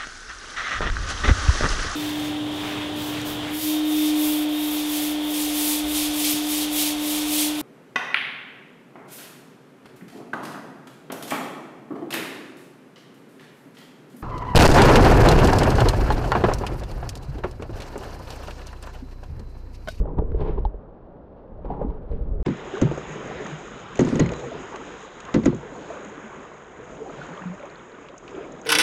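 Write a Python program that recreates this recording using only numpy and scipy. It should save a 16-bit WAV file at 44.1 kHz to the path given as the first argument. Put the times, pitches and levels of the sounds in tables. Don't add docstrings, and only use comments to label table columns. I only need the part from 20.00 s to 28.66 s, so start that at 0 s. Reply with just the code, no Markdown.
import sys
import numpy as np
from scipy import signal
from scipy.fft import rfft, irfft, next_fast_len
from scipy.io import wavfile
from scipy.ndimage import uniform_filter1d

SR = 44100
rng = np.random.default_rng(int(sys.argv[2]) if len(sys.argv) > 2 else 0)


def wav_out(sig):
    wavfile.write(sys.argv[1], SR, np.round(np.clip(np.atleast_2d(sig).T, -1, 1) * 32767).astype(np.int16))


N = 381906
T = np.arange(N) / SR
HELD_END_S, WORN_START_S, WORN_FULL_S = 2.428, 2.449, 2.462

# (time [s], level [dB], favoured pitch [Hz], crack level [dB])
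HULL_KNOCKS = [(2.461, -19, 200, -36), (2.482, -21.5, 207, -45), (2.507, -34, 258, -55),
               (2.814, -24.5, 350, -35), (2.816, -11, 141, -52), (2.825, -23, 340, -41),
               (2.868, -30.5, 480, -59), (2.912, -24, 413, -54), (2.975, -29.5, 464, -58),
               (3.345, -33.5, 49.6, -75), (3.991, -11.5, 228, -29), (4.012, -20.5, 226, -54),
               (4.023, -25, 307, -50), (4.045, -24, 206, -48), (4.071, -22.5, 258, -43),
               (4.124, -17.5, 250, -47), (4.155, -20.5, 230, -40), (4.192, -21.5, 300, -35.5),
               (4.199, -11, 190, -30.5), (4.224, -24.5, 140, -43), (4.257, -25.5, 123, -50),
               (4.319, -26, 417, -49), (5.341, -14, 213, -29), (5.36, -16.5, 207, -59),
               (5.374, -24, 270, -56), (5.396, -30.5, 288, -68), (5.434, -22, 131, -42),
               (5.456, -27, 300, -33.5), (5.459, -14.5, 236, -34.5), (5.474, -20, 240, -52),
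               (5.49, -34, 250, -62), (5.515, -27, 143, -58), (5.526, -30, 400, -56),
               (5.545, -33.5, 220, -59)]
# (frequency [Hz], gain [dB], free t60 [s])
HULL_MODES = [(62, -10, 1), (118.7, 1.5, 0.26), (143.2, -1, 0.51), (171.7, -3.5, 0.47), (217, -2, 0.37),
              (249.3, 0, 0.29), (274.5, 6, 0.13), (345.3, 1, 0.36), (387.5, 4.5, 0.22), (431.4, 1, 0.17),
              (492, 6, 0.045), (505, 4.5, 0.15), (706, -18.5, 0.035), (900, -1, 0.19)]
# (frequency [Hz], gain over crack [dB], t60 [s])
RIM_MODES = [(760, -3, 0.023), (1017, 7, 0.015), (1350, -3.5, 0.06), (1983, 1, 0.05), (2650, -22.5, 0.018),
             (3640, -10, 0.025)]


def knocks():
    off_pitch_db_per_octave, rattle_hz = -9.5, 457
    out = np.zeros(N)
    scatter = rng.standard_normal((len(HULL_KNOCKS), len(HULL_MODES), 3))
    noise = rng.standard_normal((len(HULL_KNOCKS), 2, SR // 6))
    for (s, knock_db, favoured_hz, crack_db), draws, (crack, rattle) in zip(HULL_KNOCKS, scatter, noise):
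        t60_share = 0.56 * min(200 / favoured_hz, 1) ** 0.83
        for (hz, db, t60), (detune, uneven, skew) in zip(HULL_MODES, draws):
            drive_db = knock_db + off_pitch_db_per_octave * abs(np.log2(hz / favoured_hz))
            mode = ring(hz * (1 + 0.027 * detune), t60 * t60_share, rise=0.3 / hz, phase=np.pi + .7 * skew)
            add(out, s + 0.8 / hz, undb(drive_db + db + 2 * uneven) * mode)
        for (hz, db, t60), (detune, uneven, _) in zip(RIM_MODES, draws):
            mode = ring(hz * (1 + 0.036 * detune), t60, rise=0.0004)
            add(out, s, undb(crack_db + db + 3 * uneven) * mode)
        add(out, s, undb(crack_db) * burst(crack, 840, 1300, 0.19))
        add(out, s, undb(crack_db - 0.5) * burst(crack[:2000], 1600, 2800, 0.045))
        add(out, s, undb(crack_db - 13) * burst(crack[:1200], 11500, 4000, 0.035))
        rattle_db = knock_db + off_pitch_db_per_octave * abs(np.log2(rattle_hz / favoured_hz)) - 4.5
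        add(out, s, undb(rattle_db) * burst(rattle, rattle_hz, 550, 0.06, rise=0.004))
    return out


# (time [s], gain [dB], pitch [Hz])
SHAFT_RATTLES = [(4.205, 0, 4150), (4.333, -6, 3960), (4.395, -11, 4150), (5.475, -13, 4150)]
# (level [dB], pitch [ratio], width [Hz], t60 [s])
SHAFT_MODES = [(-47, 1, 70, .3), (-40, .48, 90, .06)]


def shaft_rattles():
    out = np.zeros(N)
    for s, gain_db, hz in SHAFT_RATTLES:
        noise = rng.standard_normal(SR // 5)
        for db, ratio, width, t60 in SHAFT_MODES:
            add(out, s, undb(gain_db + db) * burst(noise, hz * ratio, width, t60))
    return out


# (time [s], port ring level [dB], body level [dB])
RIM_TICKS = [(2.779, -48, -40), (2.815, -27, -45), (2.917, -51, -60), (2.977, -43, -54), (3.4487, -44, -48),
             (3.4648, -38, -37), (3.9555, -34.5, -38), (3.972, -38, -36), (3.9922, -27.5, -46),
             (4.006, -28, -52), (4.016, -38, -52), (4.0496, -34, -52), (4.0876, -35, -49),
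             (4.156, -35, -39), (4.196, -23.5, -30), (4.261, -40, -36.5), (4.2905, -42, -34.5),
             (4.317, -32, -45), (4.334, -39, -35), (4.396, -40, -42), (4.758, -38.5, -37),
             (5.203, -40, -38.5), (5.251, -44.5, -40), (5.3427, -29, -43), (5.431, -48, -58),
             (5.449, -39, -48), (5.457, -25, -43), (5.547, -42, -67), (5.564, -45, -70), (6.048, -42, -45),
             (7.655, -47, -63), (8.085, -68, -40.5), (8.179, -35, -68), (8.278, -59, -38.5),
             (8.291, -70, -44), (8.308, -49, -52), (8.521, -42, -70), (8.6144, -43, -66),
             (8.652, -44, -40.5)]


def rim_ticks():
    port_hz = 6600
    out = np.zeros(N)
    for s, port_db, body_db in RIM_TICKS:
        noise = rng.standard_normal(SR // 40)
        add(out, s, undb(port_db - 2) * burst(noise, port_hz, 1000, 0.025))
        add(out, s, undb(port_db - 3) * ring(port_hz * (1 + 0.025 * noise[0]), 0.012, rise=0.0003))
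        add(out, s, undb(body_db) * burst(noise, 2600, 1700, 0.028, rise=0.00048))
    return out


def shaft_slide():
    contacts = grains(4000, spread_db=8) * undb(1.5 * walk(30))
    rasp = band(contacts, 5100, 7000) + undb(16) * (band(contacts, 1000, 1300) + band(contacts, 1700, 150))
    panels = undb(5) * unit(band(contacts, 360, 320))
    return undb(-46) * peak(4.1, rise=0.14, fall=0.18) * (unit(rasp) + panels)


# (time [s], thump level [dB], tap level [dB], tap pitch [Hz], click level [dB], click pitch [Hz])
CASE_BUMPS = [(0.0, -10, -32, 360, -78, 2020), (0.056, -37, -25.5, 550, -42.5, 1210),
              (0.132, -47, -29, 314, -73, 1190), (0.186, -19, -19.5, 320, -41.5, 1870),
              (0.221, -23, -17.5, 418, -65.5, 1500), (0.318, -42, -29, 420, -40, 1310),
              (0.346, -14, -18, 412, -54, 2200), (0.406, -36, -40, 496, -46.5, 3530),
              (0.493, -21, -18.5, 380, -50, 2200), (0.578, -17.5, -28, 930, -57, 2500),
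              (0.651, -10.5, -18.5, 850, -43.5, 3660), (0.742, -25, -30.5, 444, -61, 1500),
              (1.59, -51, -33.5, 610, -70, 1500), (1.647, -24.5, -28, 533, -60, 2470),
              (1.703, -30.5, -21.5, 736, -54.5, 2500), (1.814, -22, -18, 550, -63, 2010),
              (1.847, -25, -16, 224, -64, 2000), (1.867, -28.5, -25, 281, -71, 2000),
              (1.885, -18.5, -34, 307, -66, 4020), (1.98, -40, -42, 506, -63, 2500),
              (2.115, -19.5, -26, 440, -55, 4100), (2.209, -18, -31, 438, -71, 2500),
              (2.31, -16.5, -34, 382, -70, 2000), (2.398, -18, -32, 407, -57, 1780)]


def case_bumps():
    thump_hz = 42.7
    out = np.zeros(N)
    for s, thump_db, tap_db, tap_hz, click_db, click_hz in CASE_BUMPS:
        noise = rng.standard_normal(SR // 15)
        add(out, s, undb(thump_db) * ring(thump_hz * np.exp(0.077 * noise[0]), 0.13, rise=0.004))
        add(out, s, undb(tap_db) * ring(tap_hz, 0.021, rise=0.0028))
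        add(out, s, undb(tap_db - 28) * burst(noise[::-1], 713, 310, 0.065))
        add(out, s, undb(click_db) * burst(noise, click_hz, 0.73 * click_hz, 0.012))
        add(out, s, undb(click_db) * ring(click_hz, 0.008, rise=.0004))
    return out


# (peak time [s], rise [s], fall [s], scrape level [dB], hiss level [dB])
FINGER_DRAGS = [(0.073, 0.056, 0.17, -38.5, -82), (0.188, 0.019, 0.025, -24.5, -67),
                (0.42, 0.052, 0.031, -34, -53), (0.478, 0.18, 0.17, -36, -51.5),
                (0.584, 0.021, 0.019, -34.5, -71), (1.655, 0.024, 0.1, -36, -63),
                (1.711, 0.03, 0.17, -34, -66), (1.826, 0.092, 0.064, -33, -68),
                (1.9, 0.031, 0.21, -45.5, -71), (2.132, 0.12, 0.32, -61, -68)]


def finger_drags():
    scrape, hiss, edge_db = undb(-85), undb(-77), -31.5
    for s, rise, fall, scrape_db, hiss_db in FINGER_DRAGS:
        ramp = peak(s, rise, fall)
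        envelope = undb(edge_db * (1 - ramp)) * (ramp > 0)
        scrape = scrape + undb(scrape_db) * envelope
        hiss = hiss + undb(hiss_db) * envelope
    return scrape, hiss


# (time [s], rumble level [dB])
HAND_SHAKE = [(0.0, -16), (0.05, -33), (0.16, -31), (0.2, -20), (0.28, -27), (0.47, -23), (0.56, -29),
              (0.66, -26.5), (0.72, -48), (0.85, -47), (1.3, -57.5), (1.62, -38.5), (1.84, -33),
              (2.09, -37), (2.12, -21.5), (2.19, -29.5), (2.42, -27.5)]
# (frequency [Hz], width [Hz], gain [dB])
CASE_MODES = [(159, 50, 7.5), (281.4, 36, 4.5), (415.5, 89, 6), (554, 21, -1.5)]
# (frequency [Hz], width [Hz], gain [dB])
SCRAPE_MODES = [(825, 88, 33), (920, 69, 31.5), (1290, 110, -9)]


def case_rubbing():
    shake_gain = undb(curve(HAND_SHAKE))
    scrape_gain, hiss_gain = finger_drags()
    case_gain = undb(-12.5) * shake_gain + undb(3.5) * scrape_gain
    friction = unit(grains(2500, spread_db=8))
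    rumble = band(band(rng.standard_normal(N), 13, 39), 24, 85)
    case, scrape = (sum(undb(db) * band(band(friction, hz, width), hz, 2 * width) for hz, width, db in modes)
                    for modes in (CASE_MODES, SCRAPE_MODES))
    stick_slip = unit(grains(900, spread_db=14) * undb(3 * walk(60)))
    hiss = band(band(band(friction + .8 * stick_slip, 1500, 2600), 1700, 3600), 2000, 3500)
    body = shake_gain * unit(rumble) + case_gain * unit(case) + scrape_gain * unit(scrape)
    return lowpass(body, 1500) + hiss_gain * unit(hiss)


# (time [s], level [dB])
FAINT_CRACKLES = [(.352, -60), (.663, -62), (2.122, -55), (2.128, -55), (2.138, -57)]


def faint_crackles():
    out = np.zeros(N)
    for s, db in FAINT_CRACKLES:
        add(out, s, undb(db) * np.array([1., -1.]))
    return out


# (time [s], level [dB], pitch [Hz])
AIR_POCKETS = [(2.668, -30.5, 355), (2.736, -22.5, 374), (2.753, -28, 1500), (2.769, -26, 410),
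               (2.77, -28, 1100), (2.785, -31.5, 424), (3.31, -30, 740), (3.089, -34, 144),
               (3.156, -28.5, 414), (3.35, -33.5, 488), (3.4, -26, 404), (3.444, -33.5, 205),
               (3.459, -29.5, 1240), (3.462, -28.5, 1830), (3.515, -28, 150), (4.26, -27.5, 2040),
               (4.424, -33, 129), (4.435, -33, 770), (4.516, -27.5, 645), (4.549, -29.5, 434),
               (4.639, -33, 385), (4.741, -32, 380), (5.03, -36, 426), (5.047, -36, 1120),
               (5.29, -30.5, 1160), (5.629, -39, 460), (5.63, -35, 910), (5.655, -31, 435),
               (5.897, -31, 432), (5.902, -27, 640), (5.971, -32, 1115), (6.06, -36.5, 199),
               (6.239, -34.5, 212), (6.798, -36, 416), (7.003, -30, 419), (7.017, -28.5, 433),
               (7.06, -31.5, 730), (7.099, -31.5, 637), (7.117, -44, 392), (7.169, -37.5, 138),
               (7.188, -34, 567), (7.215, -28.5, 1410), (7.299, -35.5, 164), (7.357, -38, 1080),
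               (7.364, -35, 575), (7.375, -33, 1134), (7.392, -32, 1140), (7.279, -36.5, 245),
               (7.41, -35, 178), (7.454, -24.5, 177), (7.494, -27, 179.5), (7.529, -36, 585),
               (7.634, -29, 550), (7.65, -41, 766), (7.662, -44, 960), (7.6, -36, 575), (8.098, -35.5, 523),
               (8.34, -28.5, 378), (8.375, -27.5, 378), (8.36, -30.5, 302), (8.387, -35.5, 660),
               (8.404, -31, 413), (8.447, -40, 2160)]


def gurgles():
    cycles = 16.7
    out = np.zeros(N)
    for s, db, hz in AIR_POCKETS:
        t = T[:int(cycles / hz * SR)]
        age = t * hz / cycles
        envelope = (1 - np.exp(-t * hz / .9)) * np.exp(-np.log(1000) * age ** 2.5)
        add(out, s, undb(db) * envelope * np.sin(2 * np.pi * hz * t * (1 + 0.055 * age)))
    return out


# (peak time [s], rise [s], fall [s], level [dB], pitch [Hz])
BLADE_SPLASHES = [(4.75, 0.073, 0.048, -37.5, 965), (5.29, 0.034, 0.031, -41, 1120),
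                  (7.08, .03, 0.1, -53, 796), (7.2, .15, 0.4, -61.5, 3740), (5.85, .15, .2, -61, 3850),
                  (7.65, 0.071, 0.035, -44.5, 900)]


def splashes():
    drops = grains(1800, spread_db=15)
    return sum(undb(db) * peak(s, rise, fall) * unit(band(band(drops, hz, 0.5 * hz), hz, 0.67 * hz))
               for s, rise, fall, db, hz in BLADE_SPLASHES)


def lapping_bubbles(lapping_db):
    out = np.zeros(N)
    for when, smallness, strength in rng.random((600, 3)):
        s = WORN_FULL_S + when * (N / SR - WORN_FULL_S)
        hz = 230 * 6 ** smallness
        db = -45.5 + lapping_db[int(s * SR) - 1] + 7 * strength - 8 * smallness
        add(out, s, undb(db) * ring(hz, 18 / hz + .012, rise=.003, glide=.15))
    return out


def trickle(wash_db):
    out = np.zeros(N)
    for when, smallness, faintness in rng.random((900, 3)):
        s = WORN_FULL_S + when * (N / SR - WORN_FULL_S)
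        hz = 900 * 4.5 ** smallness
        db = -43.5 + wash_db[int(s * SR) - 1] - 3.36 * np.log(faintness + 0.0091) - 15 * smallness
        add(out, s, undb(db) * ring(hz, 24 / hz, rise=0.0012, glide=0.25))
    return out


# (time [s], level [dB])
WATER_LEVEL = [(2.45, -1), (3.4, 0), (4.1, -1.5), (5.3, -3.5), (5.5, -7.5), (6.8, -11), (8.66, -10)]
# (hardest pull [s], low water swell [dB], spray swell [dB])
PADDLE_STROKES = [(2.751, 4, 1), (3.25, 8, 3), (4.1, 7, -2), (4.45, 6, 5), (5.779, 8.5, 9.5),
                  (7.1, 8.5, 12), (8.399, 6.5, 2.5)]
# (level share [ratio], stroke share [ratio], lag [s], rise [s], fall [s])
WATER_LAYERS = [(0.41, 0.7, 0.032, 0.7, 0.76), (0.26, 1, .01, 0.24, 0.53), (0.53, 0.52, 0.17, 0.22, 1),
                (0.98, 0.58, 0.032, 0.061, 0.44), (0.78, 0.6, 0.076, 0.19, 0.78)]


def stroke_swells():
    swells_db = []
    for layer, (level_share, stroke_share, lag, rise, fall) in enumerate(WATER_LAYERS):
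        strokes_db = sum((low_db if layer < 2 else spray_db) * peak(s + lag, rise, fall)
                         for s, low_db, spray_db in PADDLE_STROKES)
        swells_db.append(level_share * curve(WATER_LEVEL) + stroke_share * strokes_db)
    return swells_db


# (frequency [Hz], gain [dB])
LAKE_SPECTRUM = [(18, -47), (30, -6), (56, -6), (92, -9), (155, -1.5), (214, -1.5), (248, -6), (426, 1),
                 (814, -6), (926, -5), (1490, -5.5), (3240, -14), (3900, -18), (4380, -30.5), (5200, -24),
                 (6760, -46), (11400, -120)]


def lake(layers_db, fizz_db):
    centres_hz = (100, 450, 1400, 3300)
    port_hz = 6700
    water, shared_flicker = 0, walk(9)
    for hz in 30 * 2 ** np.arange(0, 8, 1 / 3):
        place = np.interp(np.log(hz), np.log(centres_hz), range(4))
        below = min(int(place), 2)
        swell_db = layers_db[below] + (place - below) * (layers_db[below + 1] - layers_db[below])
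        hiss = band(band(rng.standard_normal(N), hz, hz / 3), hz, hz / 3)
        water = water + undb(swell_db + 1.2 * shared_flicker + 1.8 * walk(14)) * hiss
    spray = rng.standard_normal(N) + .5 * unit(grains(180, spread_db=23))
    fizz = band(band(spray, port_hz, 480), port_hz, 3600)
    flicker_db = walk(2.5) + .8 * shared_flicker + 1.7 * walk(25)
    fizz_gain = undb(-56.5 + fizz_db + flicker_db)
    return undb(-39.5) * unit(colour(water, LAKE_SPECTRUM)) + fizz_gain * unit(fizz)


# (frequency [Hz], gain [dB])
MUFFLED_SPECTRUM = [(18, -38), (30, -6.5), (89, -9.5), (145, -12), (181, -10), (351, -13.5), (547, -11),
                    (654, -16), (1140, -25.5), (1590, -35.5), (6000, -99.5), (7800, -111), (13200, -120)]


def muffled_lake():
    return undb(-45 + 1.2 * walk(9)) * unit(colour(rng.standard_normal(N), MUFFLED_SPECTRUM))


def undb(db):
    return 10 ** (np.asarray(db) / 20)


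def unit(x):
    return x / np.sqrt(np.mean(x ** 2))


def band(x, hz, width):
    return signal.lfilter(*signal.iirpeak(hz, hz / width, fs=SR), x)


def lowpass(x, hz, order=3):
    return signal.sosfilt(signal.butter(order, hz, fs=SR, output="sos"), x)


def colour(x, table):
    size = next_fast_len(N)
    points_hz, points_db = np.transpose(table)
    hz = np.maximum(np.arange(size // 2 + 1) * SR / size, 1)
    gain = undb(np.interp(np.log(hz), np.log(points_hz), points_db))
    return irfft(rfft(x, size) * gain, size)[:N]


def walk(rate_hz):
    hold = int(SR / rate_hz)
    steps = np.repeat(rng.standard_normal(N // hold + 1), hold)
    return 1.3 * uniform_filter1d(uniform_filter1d(steps, hold), hold)[:N]


def grains(per_s, spread_db):
    chance, polarity, size = rng.random((3, N))
    return (chance < per_s / SR) * np.sign(polarity - .5) * undb(spread_db * size)


def curve(table):
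    return np.interp(T, *np.transpose(table))


def peak(s, rise, fall):
    return np.interp(T, [s - rise, s, s + fall], [0, 1, 0])


def ring(hz, t60, rise=.001, glide=0., phase=0.):
    t = T[:int(t60 * SR)]
    envelope = (1 - np.exp(-t / rise)) * np.exp(-np.log(1000) * t / t60)
    return envelope / envelope.max() * np.sin(2 * np.pi * hz * t * (1 + glide * t / t60) + phase)


def burst(noise, hz, width, t60, rise=0.0003):
    t = T[:len(noise)]
    envelope = (1 - np.exp(-t / rise)) ** 2 * np.exp(-np.log(1000) * t / t60)
    return envelope * unit(band(band(noise, hz, width), hz, width))


def add(out, s, x):
    i = int(s * SR)
    out[i:i + len(x)] += x[:N - i]


def scene():
    held = lowpass(case_rubbing() + muffled_lake() + case_bumps(), 4800) + faint_crackles()
    slosh_db, lapping_db, wash_db, splash_db, fizz_db = stroke_swells()
    worn = knocks() + shaft_rattles() + rim_ticks() + shaft_slide()
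    worn += gurgles() + lapping_bubbles(lapping_db)
    worn += lake((slosh_db, lapping_db, wash_db, splash_db), fizz_db) + splashes() + trickle(wash_db)
    fade_in = np.interp(T, (WORN_START_S, WORN_FULL_S), (0, 1))
    return (held * (T < HELD_END_S) + worn * fade_in)[None]


def record(dry):
    ceiling, top_hz = .95, 14500
    rounded = ceiling * np.tanh(dry / ceiling)
    treble_leak = undb(-30) * signal.lfilter([1, -1], [1], rounded)
    dull = lowpass(rounded, 7900, order=6) + treble_leak
    hiss = undb(-104) * rng.standard_normal(dry.shape)
    return signal.sosfilt(signal.ellip(8, .2, 70, top_hz, fs=SR, output="sos"), dull) + hiss


dry = scene()
out = record(dry)
wav_out(out)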